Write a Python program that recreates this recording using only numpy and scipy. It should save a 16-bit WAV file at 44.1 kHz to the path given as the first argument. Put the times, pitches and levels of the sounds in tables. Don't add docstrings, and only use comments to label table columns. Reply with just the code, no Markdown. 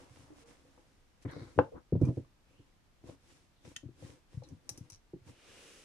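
import sys
import numpy as np
from scipy import signal
from scipy.fft import rfft, irfft, next_fast_len
from scipy.io import wavfile
from scipy.ndimage import uniform_filter1d, map_coordinates

SR = 44100
rng = np.random.default_rng(int(sys.argv[2]) if len(sys.argv) > 2 else 0)


def wrap_up_sound(samples):
    columns = np.atleast_2d(samples).T
    tamed = np.clip(columns, -1, 1)
    steps = np.round(tamed * 32767).astype(np.int16)
    wavfile.write(sys.argv[1], SR, steps)


N = 257632


# frequency in Hz, relative level in dB per Hz.
AIR_SPECTRUM = [(12, -37), (20, 4.5), (169, -9), (211, -11), (620, -18.5), (753, -17.5), (1080, -20.5),
                (1240, -20), (5380, -28), (12700, -38), (15000, -49)]
# frequency in Hz, left-right likeness from 0 to 1.
STEREO_LIKENESS = [(60, 0.46), (300, 0.66), (700, 0.34), (1400, 0.14), (3000, 0.073), (7000, 0.07),
                   (15000, .05)]

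# fastest moment in seconds, nominal half length in seconds,
# level in dB.
SWEEPS_TABLE = [(0, 0.095, -64.5), (0.327, 0.15, -69), (0.51, 0.064, -71), (0.757, 0.091, -74)]
# frequency in Hz, relative level in dB per Hz.
SWISH_SPECTRUM = [(150, -33), (350, -4), (550, 4.5), (1100, 0.5), (1800, -7), (3000, -24), (8000, -37),
                  (15000, -57)]
FALL_OVER_RISE = 1.21

# fastest moment in seconds, nominal half length in seconds,
# yarn level in dB, table rub over that level in dB; both before panning.
PULLS_TABLE = [(.01, 0.035, -70, 9.5), (0.179, 0.087, -70, 7), (0.402, 0.046, -71, 4),
               (0.505, 0.039, -70.5, 7.5), (0.668, 0.25, -79, 8.5), (1.229, 0.011, -72.5, -7),
               (1.454, 0.15, -73.5, 10), (2.052, 0.03, -71, 28.5), (2.15, 0.058, -77, 9),
               (2.565, 0.11, -84.5, 12.5), (3.093, 0.035, -69.5, 14), (3.326, 0.077, -72.5, 3),
               (3.691, 0.04, -68, 9.5), (4.064, 0.061, -67, 9.5), (4.353, 0.043, -75.5, 8.5),
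               (4.489, 0.052, -78, 16), (4.76, 0.092, -76, 12.5), (5.292, 0.029, -68.5, 12),
               (5.492, 0.017, -78, 15.5)]
# frequency in Hz, relative level in dB per Hz.
YARN_SPECTRUM = [(1500, -26.5), (4000, -8), (5500, 1.5), (7000, -1), (9500, -2.5), (11000, -9),
                 (13000, -20), (15000, -23)]
BRUSH_SPECTRUM = [(300, -7), (700, -2.5), (1200, 0), (1900, 1), (2700, 0.5), (4000, -2.5), (6000, -10),
                  (10000, -29)]
RUB_SPECTRUM = [(35, -14.5), (70, 10), (115, -0.5), (165, -0.5), (200, -11.5), (275, 7), (350, 1),
                (420, -10), (500, 1.5), (680, -16.5), (1000, -10.5), (2000, -38), (8000, -75.5)]
PULL_BRUSH_DB = 2
DROPOUT_S = 0.449

# frequency in Hz, mean level in dB, undamped t60 in seconds.
TABLE_MODES = [(59, -20, 0.17), (99.4, -2.5, 0.24), (119.4, 5, 0.14), (155.1, -6, 0.15), (227.5, 0.5, 0.11),
               (277.8, 0.5, 0.14), (329.6, 1, 0.16), (377.4, -9.5, 0.058), (494.6, -1.5, 0.053),
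               (510.3, 7.5, 0.0774), (564, -2, 0.029), (666, 0.5, 0.055), (835, 6, 0.079),
               (1020, -7.5, 0.046), (1210, -6.5, .05), (1308, -10, 0.0535), (1400, -11.5, 0.02),
               (1700, -10.5, .07), (2713, -25.5, 0.07)]
# frequency in Hz, relative level in dB per Hz.
CROWD_SPECTRUM = [(30, -28.5), (70, -13.5), (140, -7.5), (195, -23), (260, -0.5), (350, -2), (420, -10),
                  (530, 2.5), (680, -5.5), (830, 0), (1100, -4), (1700, -0.5), (2050, -5.5), (2700, -3),
                  (5000, 2)]
# frequency in Hz, t60 in seconds.
CROWD_DECAY = [(150, 0.11), (600, .06), (1500, 0.055), (2800, .07), (6000, .055)]
# frequency in Hz, left-right likeness from 0 to 1.
BLOW_LIKENESS = [(100, .96), (500, .9), (1000, .55), (2000, .2), (4000, 0)]
# start in seconds, level of the first 20 ms in dB, hardness in Hz, L-R in dB.
KNOCKS_TABLE = [(.105, -58, 171, -4), (0.189, -57.5, 261, 4), (.232, -62, 280, 2), (.308, -71, 444, 1),
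                (.648, -65, 720, 3), (0.777, -63, 1110, 1), (1.423, -48.5, 400, 3.5), (1.56, -51.5, 330, 4),
                (1.578, -30.5, 444, 5.5), (1.5897, -27, 426, 0.5), (1.991, -62, 496, -6),
                (2.069, -32, 330, -0.5), (2.086, -29.5, 434, -2.5), (2.103, -37, 507, 0),
                (2.171, -34, 465, -1), (2.18, -42.5, 420, -2), (2.593, -56.5, 410, 0.5),
                (3.039, -52, 520, 4), (3.089, -51.5, 650, 4.5), (3.108, -60, 610, 10),
                (3.763, -63.5, 330, 4), (3.888, -52.5, 385, 3.5), (4.093, -56, 451, 8),
                (4.341, -49.5, 131, 6), (4.371, -38.5, 140, 3.5), (4.421, -54, 840, 2.5),
                (4.691, -58, 910, 6), (4.708, -53, 148, 1), (4.918, -57.5, 108, 1),
                (5.212, -59, 150.7, -2.5), (5.262, -58, 160, -5), (5.294, -55.5, 418, -1)]
# start in seconds, finger level of the first 20 ms in dB,
# finger hardness in Hz, heel lag in seconds, heel over fingers in dB, L-R in dB.
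LANDINGS_TABLE = [(1.25, -40, 484, 0.0094, 1.5, 3), (1.363, -42.5, 516, 0.051, -3.5, 3),
                  (1.923, -29.5, 445, 0.0051, 4.5, 2), (1.952, -33, 495, 0.0071, 2, 0),
                  (2.013, -24.5, 422, .018, 0.5, -4), (3.65, -61, 570, 0.025, 8, 3),
                  (3.832, -50, 444, 0.023, 4.5, 6.5), (4.024, -49, 522, 0.0185, 1, 2.5),
                  (4.508, -53, 447, 0.013, 7, 2.5), (4.776, -53.5, 477, 0.032, 7, 5),
                  (5.136, -47, 433, 0.0054, -3, -3)]
FINGER_WEIGHT_DB, HEEL_WEIGHT_DB, KNOCK_WEIGHT_DB = 2.5, 11, 5.5
HEEL_SOFTENS = 0.58
HEEL_WEIGHT_DB_PER_DB, GENTLE_DB = 0.3, -46.5
BONE_HZ, LIGHTER_DB_PER_OCTAVE = 422, 10
CROWD_DB_PER_OCTAVE = 2.5
RESTING_FROM_DB, RESTING_DAMPS = 2, 0.58

# start in seconds, length in seconds,
# first pitch in Hz, last pitch in Hz, level in dB, pitch unevenness from 0 to 1.
ZIPS_TABLE = [(0.302, 0.045, 320, 296, -51, 0.28), (0.361, .035, 295, 282, -63, 0.1),
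              (.41, 0.14, 455, 496, -63.5, 0.04), (1.276, 0.08, 1906, 1275, -58.5, 0.13),
              (1.277, 0.06, 2910, 4360, -68.5, 0.11), (1.31, .17, 4355, 4050, -71, .08),
              (1.719, 0.041, 465.7, 554, -49, 0.16), (1.752, .045, 1100, 1455, -65.5, 0.15),
              (2.034, 0.036, 2390, 2414, -62.5, 0.03), (2.431, 0.28, 2430, 3165, -77.5, 0.1),
              (3.556, 0.1, 3670, 3600, -78.5, 0.07), (3.646, 0.023, 3640, 3580, -71.5, 0.01),
              (4.428, 0.046, 4170, 3830, -67.5, 0.05), (5.134, 0.021, 375, 320, -43.5, 0.04)]
ZIP_CATCH_DB = 4

# start in seconds, level of the first 10 ms in dB, hardness in Hz,
# direct scrape's t60 in seconds, L-R in dB.
CLICKS_TABLE = [(1.225, -73, 12000, 0.036, 3.5), (1.313, -66, 14000, 0.065, 2),
                (2.015, -67, 13000, 0.027, -3), (2.053, -62.5, 9000, 0.05, 0), (2.083, -60, 1400, 0.025, 8),
                (2.093, -64, 1690, 0.021, 4), (2.248, -68, 1200, 0.02, 1), (3.651, -62, 2600, 0.04, 1),
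                (4.436, -64.5, 5010, 0.056, 1.5), (4.488, -65.5, 9060, 0.041, -5),
                (4.6922, -38.5, 12950, 0.028, 4), (4.776, -54, 16000, 0.063, 1.5),
                (4.9003, -55.5, 10020, 0.015, 2), (4.9026, -55.5, 9900, 0.024, 8),
                (4.9215, -56.5, 7050, 0.036, 2), (4.9305, -59, 6500, 0.026, 7),
                (4.9392, -65, 6060, 0.022, 11), (4.9465, -59.5, 6500, 0.029, -3),
                (4.9585, -66, 6960, 0.015, 3)]
# frequency in Hz, width in Hz, level in dB.
CLICK_BODY = [(1000, 290, -17), (2502, 750, -17.5), (4040, 200, -13.5), (4930, 360, -9), (5850, 400, -0.5),
              (6670, 450, -8), (8070, 350, -9), (9480, 460, -6), (10640, 490, -7.5), (12500, 1300, -14)]
ECHO_S, ECHO_LONGER = 0.0053, 1.3
WEAK_BELOW_HZ = 130
LEFT_LEADS_S = 0.00012

# start in seconds, length in seconds, level in dB,
# upper edge at full speed in Hz, time to full speed in seconds, share of the length at which it is loudest.
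DRAGS_TABLE = [(1.248, 0.025, -52.5, 5440, 0.028, 0.35), (1.264, 0.39, -58, 5500, 0.075, 0.19),
               (1.738, 0.11, -54.5, 1410, 0.041, 0.17), (3.052, 0.11, -65.5, 1273, .04, 0.22)]
# frequency in Hz, relative level in dB per Hz.
MAT_SPECTRUM = [(400, -14), (800, -1), (1250, -1.5), (1480, 0), (1750, -4.5), (2200, -1), (2600, -23),
                (3400, -16.5), (3900, -4.5), (4800, -10.5), (6000, -14), (10000, -32.5), (15000, -50)]
START_SPEED = 0.37
DRAG_RUB_DB = 5.5

# start in seconds, level of the first 10 ms in dB, hardness in Hz,
# direct scrape's t60 in seconds, L-R in dB.
RAPS_TABLE = [(1.5892, -17, 6975, 0.04, 1)]
# frequency in Hz, width in Hz, level in dB.
CLACK_BODY = [(290, 60, -3), (505, 63, 3.5), (705, 50, -5.5), (855, 70, -3.5), (1060.3, 130, -10.5),
              (1331, 140, -12), (1565, 170, -15.5), (1840, 50, -22.5), (2080, 120, -26.5), (2700, 450, -30),
              (4200, 1200, -46), (8500, 3000, -59)]

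# start in seconds, level of the first 10 ms in dB, hardness in Hz,
# direct scrape's t60 in seconds, L-R in dB.
TAPS_TABLE = [(3.7613, -53, 2400, 0.013, 7.5), (3.764, -41.5, 13000, 0.022, -1.5)]
# frequency in Hz, width in Hz, level in dB.
HOOK_BODY = [(1430, 130, -16), (1840, 150, -7.5), (2710, 300, -8), (3130, 73, 4.5), (3500, 160, -10),
             (4960, 1400, -14), (6520, 490, -7), (8850, 770, -15.5), (11000, 1100, -21)]

# fastest moment in seconds, nominal half length in seconds,
# level in dB before panning.
SMOOTHING_TABLE = [(5.535, 0.16, -61.5), (5.677, 0.17, -60.5)]
# frequency in Hz, relative level in dB per Hz.
PALM_SPECTRUM = [(50, -14), (150, -0.5), (330, 6.5), (510, 8), (660, -0.5), (950, -3.5), (1300, 0),
                 (2000, 0), (2800, 4), (4000, -4), (6000, -10), (10000, -31)]
# frequency in Hz, left-right likeness from 0 to 1.
PALM_LIKENESS = [(100, .7), (500, 0.78), (1300, .45), (3000, .45), (8000, 0.092)]
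PALM_HISS_DB, HISS_LAG_S = -4, 0.067

# frequency in Hz, t60 in seconds.
ROOM_DECAY = [(100, .2), (400, .18), (1500, .16), (5000, .18), (12000, .14)]
TOP_HZ = 15100


def amp(db):
    return 10 ** (np.asarray(db) / 20)


def unit(x):
    return x / np.sqrt(np.mean(x ** 2) + 1e-20)


def along(points, hz):
    point_hz, value = np.transpose(points)
    return np.interp(np.log(hz + 1), np.log(point_hz + 1), value)


def wobble(knots_per_s):
    knots = rng.standard_normal(int(N * knots_per_s / SR) + 4)
    return map_coordinates(knots, [np.arange(N) * knots_per_s / SR])


def fade(t, t60_s):
    return np.exp(-np.log(1000) * t / t60_s)


def add(track, start_s, sound):
    part = track[..., round(start_s * SR):][..., :sound.shape[-1]]
    part += sound[..., :part.shape[-1]]


def panned(pan_db):
    return amp(np.array([[pan_db], [-pan_db]]) / 2)


def filtered(x, response):
    n = x.shape[-1]
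    size = next_fast_len(n + 8192)
    return irfft(rfft(x, size) * response(np.fft.rfftfreq(size, 1 / SR)), size)[..., :n]


def spread(pair, gain, alike=STEREO_LIKENESS):
    def weights(hz):
        angle = np.arccos(np.clip(along(alike, hz), -1, 1)) / 2
        return gain(hz) * np.array([np.cos(angle), np.sin(angle)])
    mid, side = filtered(pair, weights)
    return unit(np.array([mid + side, mid - side]))


def dying(x, t60_points):
    hz, t, bins = signal.stft(x, SR, nperseg=256)
    faded = bins * fade(t, along(t60_points, hz)[:, None])
    return signal.istft(faded, SR, nperseg=256)[1][:, :x.shape[-1]]


def friction(spectrum, rate, size_db, grain):
    snag_size = amp(size_db * np.minimum(rng.exponential(size=N), 4))
    snags = (rng.random(N) < rate / SR) * snag_size
    slips = rng.standard_normal((2, N)) + grain * unit(snags * rng.standard_normal((2, N)))
    return spread(slips, lambda hz: amp(along(spectrum, hz)))


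def stroke(fastest_s, half_s):
    t = np.arange(N) / SR - fastest_s
    width_s = half_s * FALL_OVER_RISE ** (np.sign(t) / 2)
    return np.exp(-np.minimum((t / width_s) ** 2, 20))


def strokes_level(rows, lag_s=0):
    return np.sqrt(sum(amp(db) ** 2 * stroke(s + lag_s, half_s) for s, half_s, db in rows))


def still_air():
    return amp(-68.0) * spread(rng.standard_normal((2, N)), lambda hz: amp(along(AIR_SPECTRUM, hz)))


def sweep():
    swish = friction(SWISH_SPECTRUM, rate=150, size_db=5.5, grain=0.47)
    return strokes_level(SWEEPS_TABLE) * amp(0.9 * wobble(28)) * swish


def cloth():
    t, power = np.arange(N) / SR, np.zeros((3, N))
    for s, half_s, db, rub_db in PULLS_TABLE:
        levels_db = [[db], [db + PULL_BRUSH_DB], [db + rub_db]]
        power += amp(levels_db) ** 2 * stroke(s, half_s)
    dropout = 1 - np.exp(-((t - DROPOUT_S) / 0.009) ** 4)
    hiss, brush, rub = np.sqrt(power) * dropout
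    grip = wobble(35)
    hiss = hiss * amp(0.53 * grip) * friction(YARN_SPECTRUM, rate=370, size_db=2.5, grain=0.47)
    brush = brush * amp(1.2 * grip) * friction(BRUSH_SPECTRUM, rate=280, size_db=4.0, grain=0.45)
    rub = rub * amp(2.0 * grip) * friction(RUB_SPECTRUM, rate=94, size_db=-3.0, grain=0.55)
    return hiss * amp([[1.2], [0.1]]) + brush * amp([[0.1], [0.6]]) + rub * amp([[0.8], [-0.6]])


def contacts():
    for s, db, hard_hz, lag_s, heel_over_db, pan_db in LANDINGS_TABLE:
        yield s, db, hard_hz, FINGER_WEIGHT_DB, pan_db
        heel_db = db + heel_over_db
        weight_db = HEEL_WEIGHT_DB + HEEL_WEIGHT_DB_PER_DB * (heel_db - GENTLE_DB)
        yield s + lag_s, heel_db, hard_hz * HEEL_SOFTENS, weight_db, pan_db
    for s, db, hard_hz, pan_db in KNOCKS_TABLE:
        octaves = max(np.log2(hard_hz / BONE_HZ), 0)
        yield s, db, hard_hz, KNOCK_WEIGHT_DB - LIGHTER_DB_PER_OCTAVE * octaves, pan_db


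def contact_gain(hz, hard_hz, weight_db):
    push = amp(weight_db / (1 + (hz / 200) ** 4))
    body = 1 / np.sqrt(1 + (1.095 * hz / hard_hz) ** 12)
    skirt = 0.035 / (1 + (hz / hard_hz) ** 1.32) / (1 + (hz / 5500) ** 4)
    return push * (body + skirt)


def bumps():
    out, t = np.zeros((2, N)), np.arange(SR // 3) / SR
    first = slice(SR // 50)
    hz, level_db, t60_s = np.transpose(TABLE_MODES)[:, :, None]
    highpass = signal.butter(N=2, Wn=88, btype="high", fs=SR, output="sos")
    for s, db, hard_hz, weight_db, pan_db in contacts():
        gain = lambda f: contact_gain(f, hard_hz, weight_db)
        strength, offset = rng.standard_normal((2, len(TABLE_MODES), 1))
        phase = np.minimum((hz / 1300) ** 2, 0.9) * (np.sign(offset) + offset / 2)
        swing = np.sin(2 * np.pi * hz * t + np.array([1, -1])[:, None, None] * phase)
        damping = RESTING_DAMPS if weight_db > RESTING_FROM_DB else 1
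        mode_gain = amp(level_db + 1.3 * strength) * gain(hz)
        ring = np.sum(mode_gain * fade(t, t60_s * damping) * swing, axis=1)
        noise = rng.standard_normal((2, len(t)))
        crowd = spread(noise, lambda f: gain(f) * amp(along(CROWD_SPECTRUM, f)), BLOW_LIKENESS)
        crowd = dying(crowd, CROWD_DECAY)
        crowd_db = CROWD_DB_PER_OCTAVE * max(np.log2(hard_hz / BONE_HZ), 0)
        onset = 1 - np.exp(-(t * hard_hz / 0.75) ** 2)
        blow = (ring / np.std(ring[:, first]) + amp(crowd_db) * crowd) * onset
        blow = signal.sosfilt(highpass, blow)
        add(out, s, amp(db) * panned(pan_db) * blow / np.std(blow[:, first]))
    return out


def zips():
    out = np.zeros((2, N))
    for s, length_s, first_hz, last_hz, db, rough in ZIPS_TABLE:
        u = np.linspace(0, 1, int(length_s * SR))
        uneven = unit(uniform_filter1d(rng.standard_normal((2, len(u))), size=40, axis=1))
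        pitch_hz = (first_hz + (last_hz - first_hz) * u) * (1 + rough * uneven)
        catching = amp(ZIP_CATCH_DB * wobble(90)[:len(u)])
        tone = unit(catching * np.sin(2 * np.pi * np.cumsum(pitch_hz, axis=1) / SR))
        add(out, s, amp(db) * np.sin(np.pi * u ** 0.67) * tone)
    return out


def causal(gain, size=8192):
    cepstrum = irfft(np.log(gain(np.fft.rfftfreq(size, 1 / SR)) + 1e-6))
    cepstrum[1:size // 2] *= 2
    cepstrum[size // 2 + 1:] = 0
    return irfft(np.exp(rfft(cepstrum)))


def struck(hits, body, scatter_db, echo_db):
    out, t = np.zeros((2, N)), np.arange(SR // 6) / SR

    def resonances(f):
        return np.sqrt(sum((amp(db) / (1 + ((f - hz) / width_hz) ** 2)) ** 2 for hz, width_hz, db in body))

    def noise_burst(t60_s, db):
        noise = rng.standard_normal((2, len(t))) * fade(t, t60_s)
        return amp(db) * noise / np.linalg.norm(noise[0])

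    for s, db, hard_hz, t60_s, pan_db in hits:
        force = noise_burst(t60_s, scatter_db)
        force[0, 0] += 1
        force[1, round(LEFT_LEADS_S * SR)] += 1
        add(force, ECHO_S, noise_burst(t60_s * ECHO_LONGER, echo_db))

        def gain(f):
            rolloff = (1 + (f / hard_hz) ** 6) * (1 + (WEAK_BELOW_HZ / (f + 1)) ** 4)
            return resonances(f) / np.sqrt(rolloff)
        hit = signal.fftconvolve(force, causal(gain)[None], axes=1)
        add(out, s, amp(db) * panned(pan_db) * hit / np.std(hit[:, :SR // 100]))
    return out


def nail_clicks():
    return struck(CLICKS_TABLE, CLICK_BODY, scatter_db=3.5, echo_db=-5.5)


def slide():
    now, level, edge_hz = np.arange(N) / SR, np.zeros(N), np.ones(N)
    for s, length_s, db, top_hz, speed_up_s, peak in DRAGS_TABLE:
        u = np.clip((now - s) / length_s, 0, 1)
        warp = np.log(0.5) / np.log(peak)
        level += amp(db) * np.sin(np.pi * u ** warp) ** 2
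        speed = np.interp(now - s, [0, speed_up_s], [START_SPEED, 1])
        edge_hz = np.where(now > s - 256 / SR, top_hz * speed, edge_hz)
    scrape = friction(MAT_SPECTRUM, rate=660, size_db=1.5, grain=0.88)
    hz, t, bins = signal.stft(scrape, SR, nperseg=256)
    lowpass = 1 / np.sqrt(1 + (hz[:, None] / np.interp(t, now, edge_hz)) ** 10)
    rasp = signal.istft(bins * lowpass, SR, nperseg=256)[1][:, :N]
    rumble = amp(DRAG_RUB_DB) * friction(RUB_SPECTRUM, rate=90, size_db=-0.5, grain=0.31)
    return level * amp(1.9 * wobble(60)) * (rasp + rumble) * panned(1.9)


def rap():
    return struck(RAPS_TABLE, CLACK_BODY, scatter_db=-5.0, echo_db=-13.0)


def hook_taps():
    return struck(TAPS_TABLE, HOOK_BODY, scatter_db=1.0, echo_db=-9.5)


def palms():
    swish = spread(rng.standard_normal((2, N)), lambda hz: amp(along(PALM_SPECTRUM, hz)), PALM_LIKENESS)
    swish = strokes_level(SMOOTHING_TABLE) * amp(0.42 * wobble(20)) * swish
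    hiss = amp(PALM_HISS_DB) * friction(YARN_SPECTRUM, rate=900, size_db=-2.0, grain=0.3)
    hiss = strokes_level(SMOOTHING_TABLE, HISS_LAG_S) * hiss
    return swish * panned(-0.6) + hiss * panned(1.6)


def room(x):
    tail = dying(spread(rng.standard_normal((2, SR // 2)), np.ones_like), ROOM_DECAY)
    tail = np.pad(tail / np.linalg.norm(tail[0]), ((0, 0), (SR // 200, 0)))
    return signal.fftconvolve(x, tail, axes=1)[:, :N]


def scene():
    thuds, clack = bumps(), rap()
    ticks = nail_clicks() + hook_taps() + zips()
    tail = room(amp(-13.5) * thuds + amp(-11.0) * clack + amp(-11.5) * ticks)
    rustle = sweep() + cloth() + palms()
    return rustle + slide() + thuds + clack + ticks + tail + still_air()


def record(dry):
    return filtered(dry, lambda hz: 1 / np.sqrt(1 + (hz / TOP_HZ) ** 160))


dry = scene()
out = record(dry)
wrap_up_sound(out)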